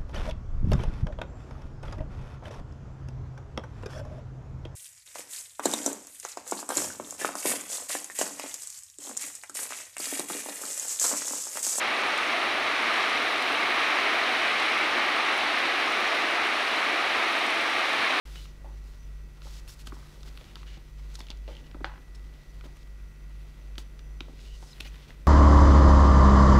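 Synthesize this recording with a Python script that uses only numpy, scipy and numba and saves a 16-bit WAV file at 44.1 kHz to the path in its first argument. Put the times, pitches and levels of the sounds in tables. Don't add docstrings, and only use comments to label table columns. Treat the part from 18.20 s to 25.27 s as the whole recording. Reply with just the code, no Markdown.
import sys
import numpy as np
from scipy import signal
from scipy.fft import rfft, irfft
from scipy.io import wavfile
from scipy.ndimage import uniform_filter1d
from numba import njit

SR = 44100
rng = np.random.default_rng(int(sys.argv[2]) if len(sys.argv) > 2 else 0)


def materialize(psi):
    bounded = np.clip(np.atleast_2d(psi).T, -1, 1)
    quanta = np.round(bounded * 32767).astype(np.int16)
    wavfile.write(sys.argv[1], SR, quanta)


N = 311787
T = np.arange(N) / SR

# pitch_hz, relative level_db
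HISS_SPECTRUM = [(22, 21), (32, 25), (45, 18.5), (70, 13), (120, 8.5), (200, 3), (350, -2), (550, -13.5),
                 (750, -22), (1400, -26), (2600, -21), (4500, -18), (7500, -21.5), (15000, -25)]
HISS_DB = -52
# centre_hz, width_hz, rms_db
WHISTLES = [(2620, 45, -82), (5930, 66, -78.5)]
# pitch_hz, rms_db
MAINS = (100.03, -72)
# [(multiple of the speed, rms_db before drift)]
MOTORS = [(48.848, .0056, [(1, -43.6), (2, -74)]), (51.453, .0141, [(1, -49.4)]),
          (49.254, .0113, [(1, -54.6), (3, -58.5), (7, -74), (10, -79), (38, -86), (39, -73.5), (44, -83)])]
# multiple of its speed, rms_db before swells
BUZZ = [(3, -74), (4, -75), (8, -78), (9, -78), (11, -79), (12, -81), (14, -84), (17, -85), (19, -82),
        (21, -87), (24, -82), (25, -84), (27, -84), (28, -85), (29, -81), (30, -84), (31, -85), (32, -86),
        (41, -84), (42, -87), (45, -87), (46, -86), (48, -87), (49, -83), (51, -86), (53, -83), (54, -85),
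        (55, -87)]
# time_s, 40th_multiple_rms_db, 41st_multiple_rms_db
WHINE = [(.3, -76, -84), (1.3, -79, -90), (2.3, -84, -75), (2.8, -84, -77), (3.1, -76, -76),
         (3.75, -69, -78), (4.1, -71, -75), (4.6, -78, -75), (7.07, -79, -77)]
# time_s, level_db, deep_part_db (before swells)
RUMBLE = [(0.1, -61.5, -66), (0.5, -63.5, -71), (1.1, -66.5, -79), (1.6, -65, -59), (2.3, -60.5, -57.5),
          (2.8, -66, -79), (3.4, -63, -58.5), (4.0, -63, -70), (4.8, -68.5, -64), (5.5, -64.5, -67),
          (6.1, -62.5, -64), (7.07, -67.5, -58)]
DEEP_SWELL_DB, DEEP_SWELLS_PER_S = 1.2, 3

# pitch_hz, width_hz, level_db
SHELL_MODES = [(334, 27, 5), (556, 100, -1), (779, 46, 0.5), (852, 14, 2.5), (1370, 28, -35)]
# start_s, peak_db, pitch_hz, scuff_t60_s (at least 0.01 is used),
# upper_scuff_db and shell_ring_db (upper scuff against the bump, ring against the thud's body)
BUMPS = [(0.156, -56.5, 412, 0.13, 9, -3), (0.445, -42, 705, 0.25, -17, -1),
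         (1.255, -44.5, 493, 0.07, -8, -5), (1.269, -43.5, 890, 0.05, -6, -5),
         (1.672, -42, 277, 0.055, -9, -4), (1.7223, -34.5, 1180, 0.019, -17, -12),
         (1.726, -36.5, 320, 0.046, -23, -8), (1.767, -47, 950, 0.03, -11, -10),
         (1.81, -52, 1150, 0.03, -15, -17), (1.828, -47, 1280, 0.03, -20, -20),
         (1.976, -50, 500, 0.03, -15, -10), (2.212, -49, 500, 0.03, -10, -10),
         (2.363, -53, 316, 0.059, -7, -3), (2.367, -43, 1200, 0.03, -12, -15),
         (2.571, -44.5, 202, 0.044, -25, -1), (2.989, -43.5, 890, 0.04, -25, 2),
         (3.005, -45, 253, 0.033, 1, -6), (3.006, -44, 800, 0.03, -15, -6),
         (3.1, -42.5, 265, 0.083, -2.5, -6), (3.279, -36, 495, 0.31, -20, -4),
         (3.287, -38, 630, 0.092, -23, -8), (3.295, -42, 520, 0.1, -22, -5),
         (3.308, -45, 350, 0.1, -15, -3), (3.545, -46, 1000, 0.02, -10, -15),
         (3.547, -35, 298, 0.03, -12, -7), (3.555, -46, 850, 0.03, -15, -12),
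         (3.567, -47, 500, 0.03, -12, -10), (3.606, -40.5, 475, 0.03, -11, -12),
         (3.61, -44, 1010, 0.04, -20, -17), (3.612, -34, 295, 0.039, -20, -10),
         (3.654, -43, 830, 0.043, -15, -2), (4.44, -46, 400, 0.08, -3, -8),
         (4.453, -42, 270, 0.17, -9, -10), (4.465, -47.5, 330, 0.087, -7, -6),
         (5.579, -39, 293, 0.089, -10, -5), (6.008, -35.5, 290, 0.024, -16, -4),
         (6.082, -46, 520, 0.03, -20, -12), (6.085, -49, 1000, 0.03, -20, -16),
         (6.092, -40.5, 272, 0.097, -30, -7), (6.132, -50, 280, 0.04, -20, -8),
         (6.426, -42, 900, 0.03, -5, 1), (6.436, -54, 880, 0.04, -20, -5),
         (6.604, -41, 300, 0.069, -12, -3), (6.654, -44.5, 242, 0.064, -4, -3),
         (6.893, -53.5, 300, 0.05, 5, -3), (6.904, -54.5, 250, 0.06, 2, -6)]
# peak_db, centre_hz, shell_ring_db, crack_db (both against the peak)
KNOCK = (-16.5, 1419, -6, -11.5)
KNOCK_S = 3.6445
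# pitch_hz, base width_hz (widened in use), level_db
ROLL_MODES = [(2390, 220, 5), (2900, 360, 1), (3400, 260, 0), (4190, 530, 1), (5100, 610, -4)]

# start_s, peak_db, centre_hz, body_db, airy_db (both against the peak)
SNAPS = [(0.157, -37.5, 2400, -8, -10), (0.225, -42, 4000, -20, -15), (0.255, -44, 2600, -1.5, -15),
         (1.219, -39, 3630, -8, -22), (1.477, -38, 3200, -9.5, -3), (1.494, -42, 5100, -7, -21),
         (1.6701, -32, 4300, -6, -27), (1.6726, -32, 3640, -9, 0.5), (2.007, -47, 3800, -20, -20),
         (2.031, -36.5, 4350, -14, -28), (2.0757, -47, 3200, 1.5, -20), (2.081, -42, 2600, -9, -7),
         (2.1743, -32.5, 3420, -11, -11), (2.211, -43, 3000, -7, -18), (2.242, -43, 4200, -8, -20),
         (2.356, -28.5, 3700, -12, -12), (2.4305, -38, 2300, -3, -25), (2.575, -45, 3130, -19, -27),
         (2.9539, -30, 5500, -14, -15), (2.9575, -38, 6100, -14, -20), (2.9916, -40, 5600, -19, -1),
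         (3.004, -31, 4170, -13, -25), (3.006, -36, 2420, -20, -30), (3.068, -39.5, 3600, -11, -18),
         (3.085, -38, 2970, -26, -29), (3.103, -25.5, 4400, -32, -17), (3.108, -36, 3470, -11, -36),
         (3.114, -34.5, 3300, -26, -29), (3.172, -46, 5200, -25, -20), (3.2782, -38, 2300, -20, -22),
         (3.3514, -39, 3500, -21, -28), (3.367, -41, 3200, -24, -31), (3.468, -47, 3700, -25, -28),
         (3.513, -41.5, 2900, -8, -25), (3.5454, -58, 2280, 16.5, -25), (3.654, -38, 3050, 4, -50),
         (3.663, -41, 2200, -5, -40), (3.95, -48, 5300, -27, -19), (3.995, -49, 3600, -18, -20),
         (4.138, -47, 3330, -18, -24), (4.41, -39.5, 2600, -5, -39), (4.569, -47.5, 2410, -6, 2),
         (5.5554, -42, 3330, -9, -19), (5.5806, -24.5, 4140, -11.5, -13), (5.792, -39.5, 3370, -9, -30),
         (6.0057, -25, 3220, -9.5, -21), (6.1917, -42, 2820, -11, -24), (6.253, -46, 2900, -9, -28),
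         (6.567, -47, 2500, -8, -10), (6.581, -43, 2600, -8, -8), (6.6033, -28, 3230, -11, -32),
         (6.6067, -21, 3080, -16, -7), (6.655, -46, 3200, -6, -24), (6.672, -43, 3400, -15, -10),
         (6.743, -45, 3300, -2, -10), (6.757, -43, 3000, -19, -29), (6.905, -39.5, 2260, -14, -23)]
# share of its centre pitch, level_db
CREASE_RINGS = [(.6, -25), (.85, 6.5), (1.16, -14), (1.55, -12)]
CREASE_BODY_HZ = 1390
CRACKLE_DB = -24
# pitch_hz, width_hz, level_db
LOOSE_END = [(830, 120, -3), (990, 160, 2), (1300, 250, -6), (1530, 200, -1), (1950, 110, -6),
             (2560, 150, -9), (3300, 180, -16), (4190, 250, -16)]
FLAP_S, FLAP_PERIOD_S = 3.6755, .0204
FLAP_DB, FLAP_FADE_DB = -24, 0.6
RATTLE_DB, RATTLE_END_S = -32, 0.15

# time_s, level_db, centre_hz, dull_part_db, airy_db (against the level)
CREEP = [(0.1, -77, 3180, -59, -13), (0.24, -60, 3550, -64.5, -1), (0.42, -79, 3420, -65, -19),
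         (0.69, -69.5, 3820, -65.5, 0.5), (1.1, -81, 3000, -69, -8), (1.26, -69.5, 4100, -60, 0),
         (1.7, -71, 3870, -65.5, 3.5), (1.82, -65, 3600, -58, 1), (2.0, -69, 3700, -65.5, 2),
         (2.25, -65.5, 3230, -61, -1), (2.75, -72.5, 3160, -68, -6), (3.0, -63, 3560, -62, 0),
         (3.2, -76, 3150, -68, -8), (3.32, -61.5, 2980, -65.5, -6), (3.6, -81, 2900, -66, -18),
         (4.43, -70.5, 3530, -67, -5), (5.0, -87, 3080, -67, -10), (5.2, -68, 3000, -67, -4),
         (5.9, -84, 3400, -67, -13), (6.2, -61, 3340, -70, -8), (6.46, -64.5, 4600, -64, -5),
         (6.57, -63.5, 3040, -62, 0.5), (6.85, -63, 2860, -63.5, -6), (7.07, -75, 3050, -68, -8)]
TICKS_PER_S, TICK_DB = 45, -15
# start_s, end_s, level_db, change_to_end_db, centre_hz, airy_db, squeak_db (both against the level)
STROKES = [(0.047, 0.166, -65, 5, 3670, 2, -31), (0.151, 0.207, -59, -1, 2970, -10, 3.5),
           (0.151, 0.268, -57, -6, 3860, -0.5, -11), (1.223, 1.406, -60, 1, 4300, -2, -23),
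           (1.478, 1.55, -61.5, -9, 4930, 11, -23), (1.486, 1.512, -61, 0, 5470, -20, 3),
           (1.589, 1.626, -61, 0, 4030, 3, -28), (1.657, 1.703, -59, -4, 4500, -1, -15),
           (1.738, 1.762, -61, -0.5, 5400, -9, -5), (2.054, 2.096, -60, 1, 3940, -4, -24),
           (2.277, 2.328, -62, -1, 2900, -15, -17), (2.365, 2.428, -64, 2, 3900, -12, -15),
           (2.462, 2.583, -56, -3.5, 2900, -20, -9), (2.937, 2.957, -59, 0, 6000, -10, -15),
           (2.949, 2.965, -55, -2, 3400, -8, 1), (2.987, 3, -53, 0, 5200, -12, -2),
           (3.006, 3.021, -52.5, -2, 3450, -20, 0), (3.029, 3.048, -65, -3, 3400, -20, 6),
           (3.275, 3.357, -55.5, -12, 3100, -16, -6), (3.362, 3.39, -60.5, -9, 2900, -22, 4),
           (3.435, 3.483, -69.5, 5, 2930, -22, -1.5), (3.943, 3.963, -64, 8.5, 5330, -15, -3),
           (4.13, 4.244, -68, -4, 2960, -14, -11), (4.437, 4.469, -58.5, 1, 3120, -4.5, -21),
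           (4.553, 4.638, -70, 6, 3700, -12, -18), (5.453, 5.56, -86, -11, 3830, -16, -20),
           (5.579, 5.632, -54, -19, 5000, 3, -17), (6.198, 6.254, -61, -5, 4360, -8, -20),
           (6.248, 6.37, -67.5, -2, 2900, -19, 6), (6.377, 6.476, -70, 4, 5960, -20, -5),
           (6.471, 6.53, -64.5, 6, 5100, -20, -2), (6.529, 6.535, -54, 0, 4030, -25, 14),
           (6.609, 6.645, -56, -9, 4000, -6, -15), (6.644, 6.68, -51, 0, 2900, -7, -8),
           (6.668, 6.69, -57, -2, 2460, -3, 1), (6.673, 6.698, -63.5, -3, 6000, -20, 3),
           (6.813, 6.852, -59.5, -5, 3140, -18, -10), (6.875, 6.924, -58.5, -5, 3400, -5, -20)]
STROKE_EDGE_S = 0.006

ROOM_T60_S, ROOM_DB, ROOM_WIDTH_HZ = 0.33, -18.5, 3700
START_S, TOP_HZ = .052, 15600


def undb(db):
    return 10 ** (np.asarray(db) / 20)


def level(x, db):
    return x * undb(db) / np.sqrt(np.mean(x ** 2))


def peak(x, db):
    return x * undb(db) / np.max(np.abs(x))


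def tone(turns):
    return np.sqrt(2) * np.cos(2 * np.pi * turns)


@njit
def svf(x, hz, width):
    y, b, l = np.empty(len(x)), 0., 0.
    for i in range(len(x)):
        g, k = np.tan(np.pi * hz[i] / SR), width[i] / hz[i]
        v = (b + g * (x[i] - l)) / (1 + g * (g + k))
        b, l, y[i] = 2 * v - b, l + 2 * g * v, k * v
    return y


def band(x, hz, width):
    one = np.ones(len(x))
    return svf(x + 1e-18, np.clip(hz * one, 20, SR * .45), width * one)


def steep(x, hz, width):
    return band(band(x, hz, width), hz, width)


def walk(rate):
    hold = int(SR / rate)
    steps = np.repeat(rng.standard_normal(N // hold + 1), hold)
    return 1.35 * uniform_filter1d(uniform_filter1d(steps, hold), hold)[:N]


def slips(size, rate, spread_db):
    ticks = rng.random(size) < rate / SR
    return ticks * rng.standard_normal(size) * undb(spread_db * rng.exponential(size=size))


def add(out, s, x):
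    i = int(s * SR)
    out[i:i + len(x)] += x[:N - i]


def hiss():
    hz, db = np.transpose(HISS_SPECTRUM)
    f = np.maximum(np.arange(N // 2 + 1) * SR / N, 1)
    shape = undb(np.interp(np.log(f), np.log(hz), db)) * (f > 18)
    out = level(irfft(rfft(rng.standard_normal(N)) * shape, N), HISS_DB)
    for centre_hz, width, rms_db in WHISTLES:
        whistle = band(rng.standard_normal(N), centre_hz, width)
        out += level(whistle * undb(2.8 * walk(15)), rms_db)
    return out


def motors():
    mains_hz, mains_db = MAINS
    out = undb(mains_db) * tone(mains_hz * T)
    for hz, crest_s, multiples in MOTORS:
        for k, db in multiples:
            turns = k * hz * (T - crest_s) - (k % 2 == 0) / 4
            out += undb(db + .7 * walk(6)) * tone(turns)
    return out


def buzz():
    out = np.zeros(N)
    speed_hz = MOTORS[0][0]
    for k, db in BUZZ:
        swell_db = np.interp(T, np.arange(9), 2 * rng.standard_normal(9))
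        out += undb(db + swell_db) * tone(k * speed_hz * T + rng.random())
    return out


def whine():
    s, lower_db, upper_db = np.transpose(WHINE)
    speed_hz, crest_s, _ = MOTORS[2]
    turns = speed_hz * (T - crest_s)
    lower = undb(np.interp(T, s, lower_db)) * tone(40 * turns - 1 / 4)
    upper = undb(np.interp(T, s, upper_db)) * tone(41 * turns)
    return lower + upper


def rumble():
    lumps = rng.standard_normal(N) * undb(2.0 * walk(25))
    s, db, deep_db = np.transpose(RUMBLE)
    deep_db = np.interp(T, s, deep_db) + DEEP_SWELL_DB * walk(DEEP_SWELLS_PER_S)
    low = undb(np.interp(T, s, db)) * level(steep(lumps, 180, 480), 0)
    return low + undb(deep_db) * level(steep(lumps, 57, 138), 0)


def room(x):
    t = T[:SR // 2]
    decay = 1000 ** (-t / ROOM_T60_S) * (t > .008)
    tail = band(rng.standard_normal(len(t)), 620, ROOM_WIDTH_HZ) * decay
    return x + signal.fftconvolve(x, tail * undb(ROOM_DB) / np.sqrt(np.sum(tail ** 2)))[:N]


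def shell(push):
    return sum(undb(db) * band(push, hz, width) for hz, width, db in SHELL_MODES)


def bump(db, hz, t60, upper_db, shell_db):
    t = T[:SR // 5]
    push = np.sin(2 * np.pi * hz * np.minimum(t, .5 / hz))
    scuff = 0.86 * rng.standard_normal(len(t)) * 1000 ** (-t / max(t60, .01))
    body = band(steep(push + 0.59 * scuff, hz, 0.7 * hz), hz, hz)
    thud = peak(body, 0) + peak(shell(push + scuff), shell_db)
    return peak(thud, db) + peak(steep(scuff, 530, 870), db + upper_db)


def knock():
    t = T[:SR // 5]
    db, hz, shell_db, crack_db = KNOCK
    push = np.sin(2 * np.pi * hz * np.minimum(t, 1 / hz))
    body = steep(push, hz, 2600) + 0.82 * band(push, hz, 420)
    burst = rng.standard_normal(len(t)) * np.exp(-t / 0.0016)
    burst[0] += 6
    crack = np.zeros(len(t))
    for mode_hz, width, mode_db in ROLL_MODES:
        crack += undb(mode_db) * steep(steep(burst, mode_hz, 1.5 * width), mode_hz, 2.7 * width)
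    return peak(body, db) + peak(shell(push), db + shell_db) + peak(crack, db + crack_db)


def bumps():
    out = np.zeros(N)
    for s, *how in BUMPS:
        add(out, s, bump(*how))
    add(out, KNOCK_S, knock())
    return out


def snap(db, hz, body_db, airy_db):
    t = T[:SR // 8]
    flip = level(slips(len(t), rate=3400, spread_db=0.5), CRACKLE_DB) * np.exp(-t / 0.0091)
    flip += 0.44 * rng.standard_normal(len(t)) * t / 0.00051 * np.exp(-t / 0.001)
    flip[SR // 2000] -= 3
    ring = 1.56 * band(steep(flip, hz, 1.02 * hz), hz, 1.26 * hz)
    for share, ring_db in CREASE_RINGS:
        ring += undb(ring_db) * steep(flip, share * hz, 0.47 * hz)
    body = peak(steep(flip, CREASE_BODY_HZ, 670), db + body_db)
    return peak(ring, db) + body + peak(steep(flip, 8200, 8400), db + airy_db)


def flaps():
    slaps, rustle = np.zeros(N), np.zeros(N)
    for k in range(6):
        slap = rng.standard_normal(SR // 20) * np.exp(-T[:SR // 20] / .004)
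        add(slaps, FLAP_S + k * FLAP_PERIOD_S, peak(slap, FLAP_DB - k * FLAP_FADE_DB))
    t = T[:SR // 4]
    fade = np.exp(-t / 0.04) * (t < RATTLE_END_S)
    add(rustle, KNOCK_S, undb(RATTLE_DB) * rng.standard_normal(len(t)) * fade)
    rings = sum(undb(db) * band(slaps + rustle, hz, width) for hz, width, db in LOOSE_END)
    return steep(rings, 1520, 3600) + 0.29 * steep(rustle, 2300, 2600)


def snaps():
    out = flaps()
    for s, *how in SNAPS:
        add(out, s, snap(*how))
    return out


def film(grit, hz, airy_db, squeak_db):
    hump = level(band(steep(grit, hz, 1.8 * hz), 0.69 * hz, 2.2 * hz), 0)
    squeak = level(steep(grit, hz, .11 * hz), squeak_db)
    return hump + squeak + undb(airy_db) * level(band(grit, 5750, 10400), 0)


def creep():
    s, *columns = np.transpose(CREEP)
    db, hz, dull_db, airy_db = [np.interp(T, s, column) for column in columns]
    grit = slips(N, rate=8000, spread_db=-1.0) * undb(1.3 * walk(60))
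    ticks = level(steep(slips(N, rate=TICKS_PER_S, spread_db=2.0), hz, hz), TICK_DB)
    dull = undb(dull_db) * level(steep(grit, 1244, 2800), 0)
    return undb(db) * (film(grit, hz, airy_db, -37.0) + ticks) + dull


def strokes():
    out = np.zeros(N)
    for start, end, db, change_db, hz, airy_db, squeak_db in STROKES:
        t = T[:int((end - start) * SR)]
        edges = np.clip(np.minimum(t, t[-1] - t) / STROKE_EDGE_S, 0, 1)
        pressure = edges * undb(db + change_db * t / t[-1])
        grit = slips(len(t), rate=14000, spread_db=1.5)
        add(out, start, pressure * film(grit, hz, airy_db, squeak_db))
    return out


def scene():
    house = hiss() + motors() + buzz() + whine() + rumble()
    hands = bumps() + snaps() + creep() + strokes()
    return (house + room(hands))[None]


def record(dry):
    opened = dry * np.clip((T - START_S) / .004, 0, 1)
    return signal.sosfilt(signal.ellip(10, .2, 70, TOP_HZ, fs=SR, output="sos"), opened)


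dry = scene()
out = record(dry)
materialize(out)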